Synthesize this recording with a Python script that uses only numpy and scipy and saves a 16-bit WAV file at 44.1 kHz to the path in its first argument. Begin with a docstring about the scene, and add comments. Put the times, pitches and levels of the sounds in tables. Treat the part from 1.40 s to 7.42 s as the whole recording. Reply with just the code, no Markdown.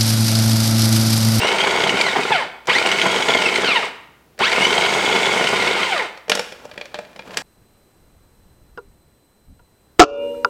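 """Pulsing a food processor

Three pulses cut butter into flour on a kitchen counter. Each time the gears whine up, chatter
because their teeth fit loosely, and coast to a stop with brief squeals, while the blade churns and
slaps the mix against the bowl. Then the plastic lid is unlatched and lifted; its clicks ring in the room."""
import sys
import numpy as np
from scipy import signal
from scipy.fft import rfft, irfft
from scipy.io import wavfile

SR = 44100
rng = np.random.default_rng(int(sys.argv[2]) if len(sys.argv) > 2 else 0)


def generate_wav(signal):
    """Clip the signal to [-1, 1] and save it as 16-bit WAV at the path in sys.argv[1]."""
    frames = np.transpose(np.atleast_2d(signal))
    scaled = np.clip(frames, -1, 1) * 32767
    pcm = np.round(scaled).astype(np.int16)
    wavfile.write(sys.argv[1], SR, pcm)


N = 265555
TIME = np.arange(N) / SR
TEETH, TOP_HZ = 84, 3492.6  # gear teeth per turn; teeth meeting per second at top speed

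# hardest slams of the loose gear teeth: t/s, relative level/dB
KNOCKS = [(.0683, -6), (.1145, -9), (.1826, -7.5), (.202, -9), (.2698, -8), (.3072, -8), (.436, -6),
          (.492, -7), (.5891, -8.5), (.6098, 0), (.636, -15), (1.297, -10.5), (1.3819, -6.5),
          (1.4588, -5.5), (1.5137, -3), (1.6135, -4), (1.715, -11), (1.74, -11), (1.759, -8), (1.822, -9.5),
          (1.884, -6), (1.9034, -6.5), (1.9454, -7), (2.0164, -7.5), (2.1555, -5), (2.1745, -8.5),
          (3.3385, -9.5), (3.5363, -11), (4.0701, -7), (4.165, -11)]
# low motor hum and its octave, then the pitches at which housing and bowl ring: f/Hz, width/Hz, boost/dB
MACHINE_PEAKS = [(86.6, 9.1, 7), (191, 23, 4.5), (383, 45, 6.5), (464, 100, 6), (659.6, 22, 5.5),
                 (883, 860, 3), (1420, 180, 9.5), (2185, 240, 12.5), (2560, 170, 0.5), (3040, 130, 6),
                 (3350, 74, -3), (4190, 71, -7.5), (4660, 140, 3.5), (7800, 100, 3)]
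# pitches at which the lid rings: f/Hz, width/Hz, boost/dB
LID_RINGS = [(191, 66, 13.5), (476, 59, 5), (590, 34, 10.5), (860, 71, 1), (1717.6, 120, -0.5),
             (2410, 100, 7), (3280, 470, 3), (4490, 350, 3), (6300, 600, -3)]
# tone of snapping plastic: f/Hz, level/dB
CRACK_SPECTRUM = [(200, -30), (900, 1), (1700, 7), (3200, 2), (4500, -2), (7000, -15), (16000, -41)]


def gears(mesh_hz, rattle, whine):
    """Loose teeth rattle the housing and whine at mesh_hz, the rate they meet; knocks flare the whine."""
    # tone of the rattle: f/Hz, level/dB
    rattle_spectrum = [(200, -49), (700, -28.5), (1300, -7), (1800, -2), (2900, 1.5), (3700, 0),
                       (5000, -7.5), (7000, -24), (9000, -20.5), (11000, -33), (16000, -41)]
    # parts of the whine: multiple of mesh_hz, level at a crawl/dB, level at full speed/dB
    harmonics = [(1, 6.5, -4.5), (2, 4, -10), (3, -1, -16.5), (4, 0, -29.5)]
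    # how strongly each pitch of the whine comes through: f/Hz, level/dB
    whine_spectrum = [(100, -44), (450, -11), (850, 2.5), (1400, -4), (2100, 5.5), (3500, 5.5), (4700, 0),
                      (6100, -3.5), (6550, -3.5), (7100, -5), (8500, -0.5), (9600, -27), (16000, -36.5)]
    turns = np.cumsum(mesh_hz) / SR / TEETH
    speed = mesh_hz / mesh_hz.max()
    chatter = rattle * shaft_beats(turns, slip=.3, rise_s=.0027, spread_db=9, steady=1.49)
    knocks = bursts(KNOCKS, rise_s=.0033)
    # the teeth float in their gaps: the tone smears, and breaks up as they lose contact
    slack = (.025 + .045 * speed) * wander(250) + .1 * np.sin(2 * np.pi * turns)
    contact = unit(amp((3 + 3 * speed) * np.clip(wander(45), -2, 1)))
    squeal = squeals()
    loose = 1 / (1 + squeal / amp(-28.5))  # a squeal holds the teeth together
    wobble = loose * (.03 - .02 * speed) * wander(60)
    cycles = np.cumsum(mesh_hz * (1 + wobble)) / SR + slack
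    tone = np.zeros(N)
    for k, crawl_db, full_db in harmonics:
        db = crawl_db + (full_db - crawl_db) * speed + look_up(whine_spectrum, k * mesh_hz)
        tone += amp(db + 2.57 * wander(44)) * np.sin(2 * np.pi * k * cycles)
    blows = np.hypot(amp(-8.5) * knocks, amp(-4.5) * squeal)  # hypot adds two strengths by power
    clatter = colour(np.hypot(amp(-2.5) * chatter, blows) * noise(), rattle_spectrum, MACHINE_PEAKS)
    # near top speed a thin, clean whistle sings an octave above mesh_hz
    whistle = rattle * amp(-21 - 600 * (1 - speed) ** 2) * np.sin(4 * np.pi * np.cumsum(mesh_hz) / SR)
    singing = np.hypot(contact * chatter * whine, np.sqrt(contact) * squeal)
    return clatter + whistle + np.hypot(singing, amp(-11.5) * knocks) * tone


def squeals(rise_s=.0067, fall_s=.02):
    """Strength of the squeals, when the teeth stay in touch for a moment and sing out."""
    # squeals: t/s, length/s, relative level/dB
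    moments = [(0.013, 0.051, -23), (0.661, .04, -23.5), (0.914, 0.054, -19.5), (0.966, 0.058, -26.5),
               (1.289, 0.12, -22), (2.053, 0.035, -22.5), (2.253, 0.08, -20.5), (2.345, 0.038, -21),
               (3.015, 0.075, -21), (3.2, .08, -22.5), (4.517, 0.025, -23.5), (4.586, 0.037, -28.5)]
    return sum(amp(db) * np.clip((TIME - s) / rise_s, 0, 1)
               * np.clip((s + length - TIME) / fall_s + .5, 0, 1) for s, length, db in moments)


def blade(mesh_hz, churn, hiss):
    """Two knives sweep the mix round the bowl, flinging lumps and a spray of flour at its wall."""
    # big lumps of butter hitting the bowl: t/s, relative level/dB
    lumps = [(.045, -8.5), (.266, -9.5), (.357, -15), (.431, -10), (.537, -11.5), (.757, -6.5), (.782, -8),
             (.902, -10), (1.283, -8), (1.656, -6.5), (1.755, -13), (1.886, -9), (1.947, -10),
             (3.002, -8.5), (3.564, -9.5), (4.127, -7.5), (4.264, -13.5)]
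    # tone of the churning mix: f/Hz, level/dB
    churn_spectrum = [(25, -45), (44, -42), (62, -15.5), (78, -18.5), (115, -13), (170, -5.5), (300, -4.5),
                      (400, -1.5), (560, -2.5), (950, 1), (1300, -9.5), (2000, -9.5), (5000, -45.5)]
    # tone of the flour spray: f/Hz, level/dB
    flour_spectrum = [(1500, -26.5), (4000, 0.5), (6000, 3.5), (8700, 0), (9800, -10.5), (12000, -15),
                      (16000, -23)]
    turns = np.cumsum(mesh_hz) / SR / TEETH
    sweeps = shaft_beats(turns, slip=.25, rise_s=.0028, spread_db=-5, steady=.98)
    slaps = np.hypot(amp(-1.5) * churn * sweeps, amp(-6.5) * bursts(lumps, rise_s=.008, early_s=.002))
    crumbs = unit(noise() * amp(3.1 * np.clip(noise(), -2, 2)))  # many fine hits, a few larger
    spray = np.hypot(hiss * amp(-1.5 + 1.8 * wander(90)), amp(-29.5) * bursts(KNOCKS, rise_s=.008))
    butter = colour(slaps * noise(), churn_spectrum, MACHINE_PEAKS)
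    return butter + colour(spray * crumbs, flour_spectrum, MACHINE_PEAKS)


def motor(knee=1.7, jolt_db=3.5, jolt_s=.064):
    """Each press spins the motor up, then it coasts; speed and load set how loud gears and mix are."""
    # button presses: t/s, held/s, coasting/s, spin-up/s, drag of the mix, gear level/dB, mix level/dB
    presses = [(-.17, .595, .71, .125, .2, -0.2, .5), (1.266, .674, .605, .122, .06, 0.5, 0.7),
               (2.985, .935, .835, .136, .28, 2, 0)]
    # the blade runs clear of the mix or bites into it: middle t/s, half length/s, change/dB
    load_swings = [(0.86, 0.023, -2), (1.425, 0.055, -3), (1.852, 0.024, -4.5), (3.227, 0.04, 2),
                   (4.248, 0.1, 1.5), (4.418, 0.041, 3), (4.491, 0.029, -2)]
    mesh_hz, gear_gain, mix_gain, jolt = np.zeros((4, N))
    for on, held, coast, spin_up, drag, gear_db, mix_db in presses:
        powered = np.clip(TIME - on, 0, held)
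        slowing = np.clip((TIME - on - held) / coast, 0, 1)
        rise = powered / (powered ** knee + spin_up ** knee) ** (1 / knee)  # climbs, then levels off
        mesh_hz += TOP_HZ * rise * (1 - slowing) * np.exp(-drag * slowing)
        turning = (powered > 0) & (slowing < 1)
        gear_gain += turning * amp(gear_db)
        mix_gain += turning * amp(mix_db)
        jolt += turning * np.exp(-powered / jolt_s)  # starting shakes the gears harder
    swing_db = sum(db * np.exp(-((TIME - s) / half) ** 2) for s, half, db in load_swings)
    rattle = gear_gain * by_speed(mesh_hz, power=.16, fade_hz=408, steepness=2.5)
    rattle *= amp(-21 + jolt_db * jolt + swing_db)
    churn = mix_gain * by_speed(mesh_hz, power=.11, fade_hz=997.5, steepness=1.27)
    churn *= amp(-21 + .52 * wander(7) + swing_db)
    hiss = amp(-34) * gear_gain * by_speed(mesh_hz, power=.39, fade_hz=517, steepness=2)
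    crawling = 1 / (1 + (mesh_hz / 750) ** 3)
    whine = amp(-13.5 * (1 - crawling))  # stands out from the rattle at low speed
    return mesh_hz, rattle, churn, hiss, whine


def clicks(flex_s=.0072, snap_s=.0027, rattle_s=.022, ring_cycles=5):
    """Plastic bends, snaps past its catch and rattles briefly; the struck part rings."""
    # button, latch and lid: t/s, relative level/dB, hollow body/dB, bright edge/dB, ring f/Hz
    hits = [(1.256, -32, -13.5, -6, 502), (1.271, -15, -23, -4.5, 816), (2.978, -32, -6, -19, 624),
            (2.99, -17.5, -2, -3, 997.4), (4.774, -26, -12, -11, 545), (4.881, -23, 2, -15, 452),
            (4.896, -1.5, -6, -3, 452), (4.917, 5.5, -14, -25, 2500), (4.951, -11, 2, 1.5, 894),
            (4.973, -12, -3, -21, 1450), (4.993, -5.5, -4, -8.5, 492), (5.122, -22, 0, -8, 500),
            (5.252, -28, 7, -6, 570), (5.313, -21.5, -25, -31, 598), (5.377, -17, 1, -17, 565),
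            (5.412, -14.5, -6, -27, 2260), (5.455, -23, -24, -12, 564), (5.543, -10, -4.5, -28, 3470),
            (5.554, -24.5, 3, -27, 2460), (5.588, -18.5, 6.5, -14, 590), (5.761, -25.5, 2, -9.5, 550),
            (5.792, -18.5, -1.5, -35, 1310), (5.893, -32.5, 9, -22, 192), (5.907, -24, -17, -23, 1040),
            (5.943, -21.5, -15, -13, 667), (5.971, -2.5, -10.5, -6, 3300)]
    # tone of a click's hollow body: f/Hz, level/dB
    body_spectrum = [(40, -13), (120, -13), (200, -9), (500, 5.5), (900, 4.5), (1500, -35), (4000, -51)]
    # tone of its bright edge: f/Hz, level/dB
    edge_spectrum = [(1000, -47), (3500, -7), (5500, 9.5), (8000, 0), (10500, -8), (16000, -20)]
    body, crack, edge, ring = np.zeros((4, N))
    for s, db, body_db, edge_db, hz in hits:
        span = slice(round(s * SR) - SR // 100, round(s * SR) + SR // 8)
        t = np.maximum(TIME[span] - s, 0)
        swell = amp(db) * (1 - np.exp(-t / .0009))
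        snap = swell * (np.exp(-t / snap_s) + amp(-23) * np.exp(-t / rattle_s))
        flex = amp(db - 20) * np.exp(-((TIME[span] - s) / flex_s) ** 2)
        body[span] += amp(body_db) * (snap + flex)
        crack[span] += snap
        edge[span] += amp(edge_db) * snap
        ring[span] += amp(-11) * swell * np.exp(-t * hz / ring_cycles) * np.sin(2 * np.pi * hz * t)
    return (ring + amp(-6) * colour(body * noise(), body_spectrum, LID_RINGS)
            + amp(-5.5) * colour(crack * noise(), CRACK_SPECTRUM, LID_RINGS)
            + amp(-3.5) * colour(edge * noise(), edge_spectrum, LID_RINGS))


def lid_rubbing(ticks_per_s=45):
    """The lid scuffs and ticks unevenly as it is twisted off."""
    # hands and lid sliding on the bowl: t/s, relative level/dB
    sliding = [(5.1, -42), (5.56, -53), (5.812, -49.5), (6.02, -32.5)]
    # tone of the rubbing: f/Hz, level/dB
    rub_spectrum = [(30, -7), (70, 3), (200, 5), (320, 8), (650, 8), (1400, 1), (3300, -7), (7000, -15),
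                    (16000, -29)]
    times, levels_db = np.transpose(sliding)
    touch = np.clip((TIME - times[0]) / .13, 0, 1) * amp(np.interp(TIME, times, levels_db))
    ticks = unit(noise() * (rng.random(N) < ticks_per_s / SR))
    scuffs = colour(touch * amp(-1.5 + 3.4 * wander(54)) * noise(), rub_spectrum)
    return scuffs + amp(-8) * colour(touch * ticks, CRACK_SPECTRUM, LID_RINGS)


def kitchen(x, tail_db=-8.5, early_db=-25, early_s=.031, gap=20):
    """Adds quick echoes off counter and cupboards, and a tail that fades at its own rate at each pitch."""
    # how long the room rings: f/Hz, time to fade by 60 dB/s
    fade_times = [(100, 0.9), (500, 0.55), (1400, 0.77), (2200, 0.66), (3200, 0.62), (6000, 0.57),
                  (10000, 0.61), (16000, 0.94)]
    at = np.arange(SR // 300, SR - gap, gap)
    echoes = np.zeros(SR)
    echoes[at + rng.integers(0, gap, len(at))] = rng.choice([-1, 1], len(at))
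    hz, t, bands = signal.stft(echoes, SR, nperseg=256)
    fade = amp(-60 * t / look_up(fade_times, hz)[:, None])
    tail = signal.istft(bands * fade, SR, nperseg=256)[1][:SR]
    early = np.roll(echoes[::-1], SR // 600) * np.exp(-TIME[:SR] / early_s)
    room = amp(tail_db) * tail / np.linalg.norm(tail) + amp(early_db) * early / np.linalg.norm(early)
    return x + signal.oaconvolve(x, room)[:N]


def background(hum_hz=60):
    """Mains hum and quiet room noise."""
    # tone of the room noise: f/Hz, level/dB
    room_spectrum = [(25, -13.5), (65, -4), (150, 2), (450, -1), (1500, -12.5), (8000, -23), (16000, -23)]
    return amp(-64) * np.sin(2 * np.pi * hum_hz * TIME) + amp(-55.5) * colour(noise(), room_spectrum)


def by_speed(mesh_hz, power, fade_hz, steepness):
    """A gain that grows gently with speed and drops away as the shaft slows to a crawl."""
    hz = np.maximum(mesh_hz, 1)
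    return (hz / TOP_HZ) ** power / np.sqrt(1 + (fade_hz / hz) ** (2 * steepness))


def shaft_beats(turns, slip, rise_s, spread_db, steady):
    """Strength of uneven blows, about two per turn of the shaft, on top of a steady level."""
    at = np.flatnonzero(np.diff(np.floor(2 * turns + slip * wander(40))) > 0)
    size_db = spread_db * np.clip(noise()[at], -2, 1.2)
    return unit(steady + bursts(zip(at / SR, size_db), rise_s))


def bursts(rows, rise_s, early_s=0):
    """Strength over time of blows that each swell and die away."""
    envelope = np.zeros(N)
    for s, db in rows:
        part = envelope[max(round((s - early_s) * SR), 0):][:SR // 10]
        age = np.arange(len(part)) / SR / rise_s
        part += amp(db) * (age * np.exp(1 - age)) ** 2
    return envelope


def colour(x, spectrum, peaks=(), size=4096):
    """Gives x a broad tone with narrow peaks on top; white noise keeps its power."""
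    hz = abs(np.fft.fftfreq(size, 1 / SR))
    db = look_up(spectrum, hz) + sum(boost / (1 + (2 * (hz - f) / width) ** 2) for f, width, boost in peaks)
    response = np.exp(np.conj(signal.hilbert(np.log(amp(db)))))  # rings after a hit, never before
    ring = np.fft.ifft(response).real[:size // 2]
    return signal.oaconvolve(x, ring / np.linalg.norm(ring))[:N]


def look_up(points, hz):
    """A table's value at hz, on a log-frequency scale."""
    f, value = np.transpose(points)
    return np.interp(np.log(hz + 1), np.log(f + 1), value)


def wander(hz):
    """A random drift that changes up to about hz times a second."""
    return unit(irfft(rfft(noise()) / (1 + (np.fft.rfftfreq(N, 1 / SR) / hz) ** 4), N))


def noise():
    """White noise."""
    return rng.standard_normal(N)


def unit(x):
    """Scales x to an average power of 1."""
    return x / np.sqrt(np.mean(x ** 2) + 1e-20)


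def amp(db):
    """Decibels to gain."""
    return 10 ** (np.asarray(db) / 20)


def scene():
    """Machine and lid in the kitchen, over the quiet background."""
    mesh_hz, rattle, churn, hiss, whine = motor()
    machine = gears(mesh_hz, rattle, whine) + blade(mesh_hz, churn, hiss)
    return (kitchen(machine + clicks() + lid_rubbing()) + background())[None]


def record(dry, cutoff_hz=16100):
    """Rounds off the tallest peaks, then cuts the highest treble."""
    limited = dry / (1 + dry ** 4) ** (1 / 4)
    low_pass = signal.firwin(401, cutoff_hz, window=("kaiser", 9), fs=SR)
    return signal.oaconvolve(limited, low_pass[None], "same")


dry = scene()
out = record(dry)
generate_wav(out)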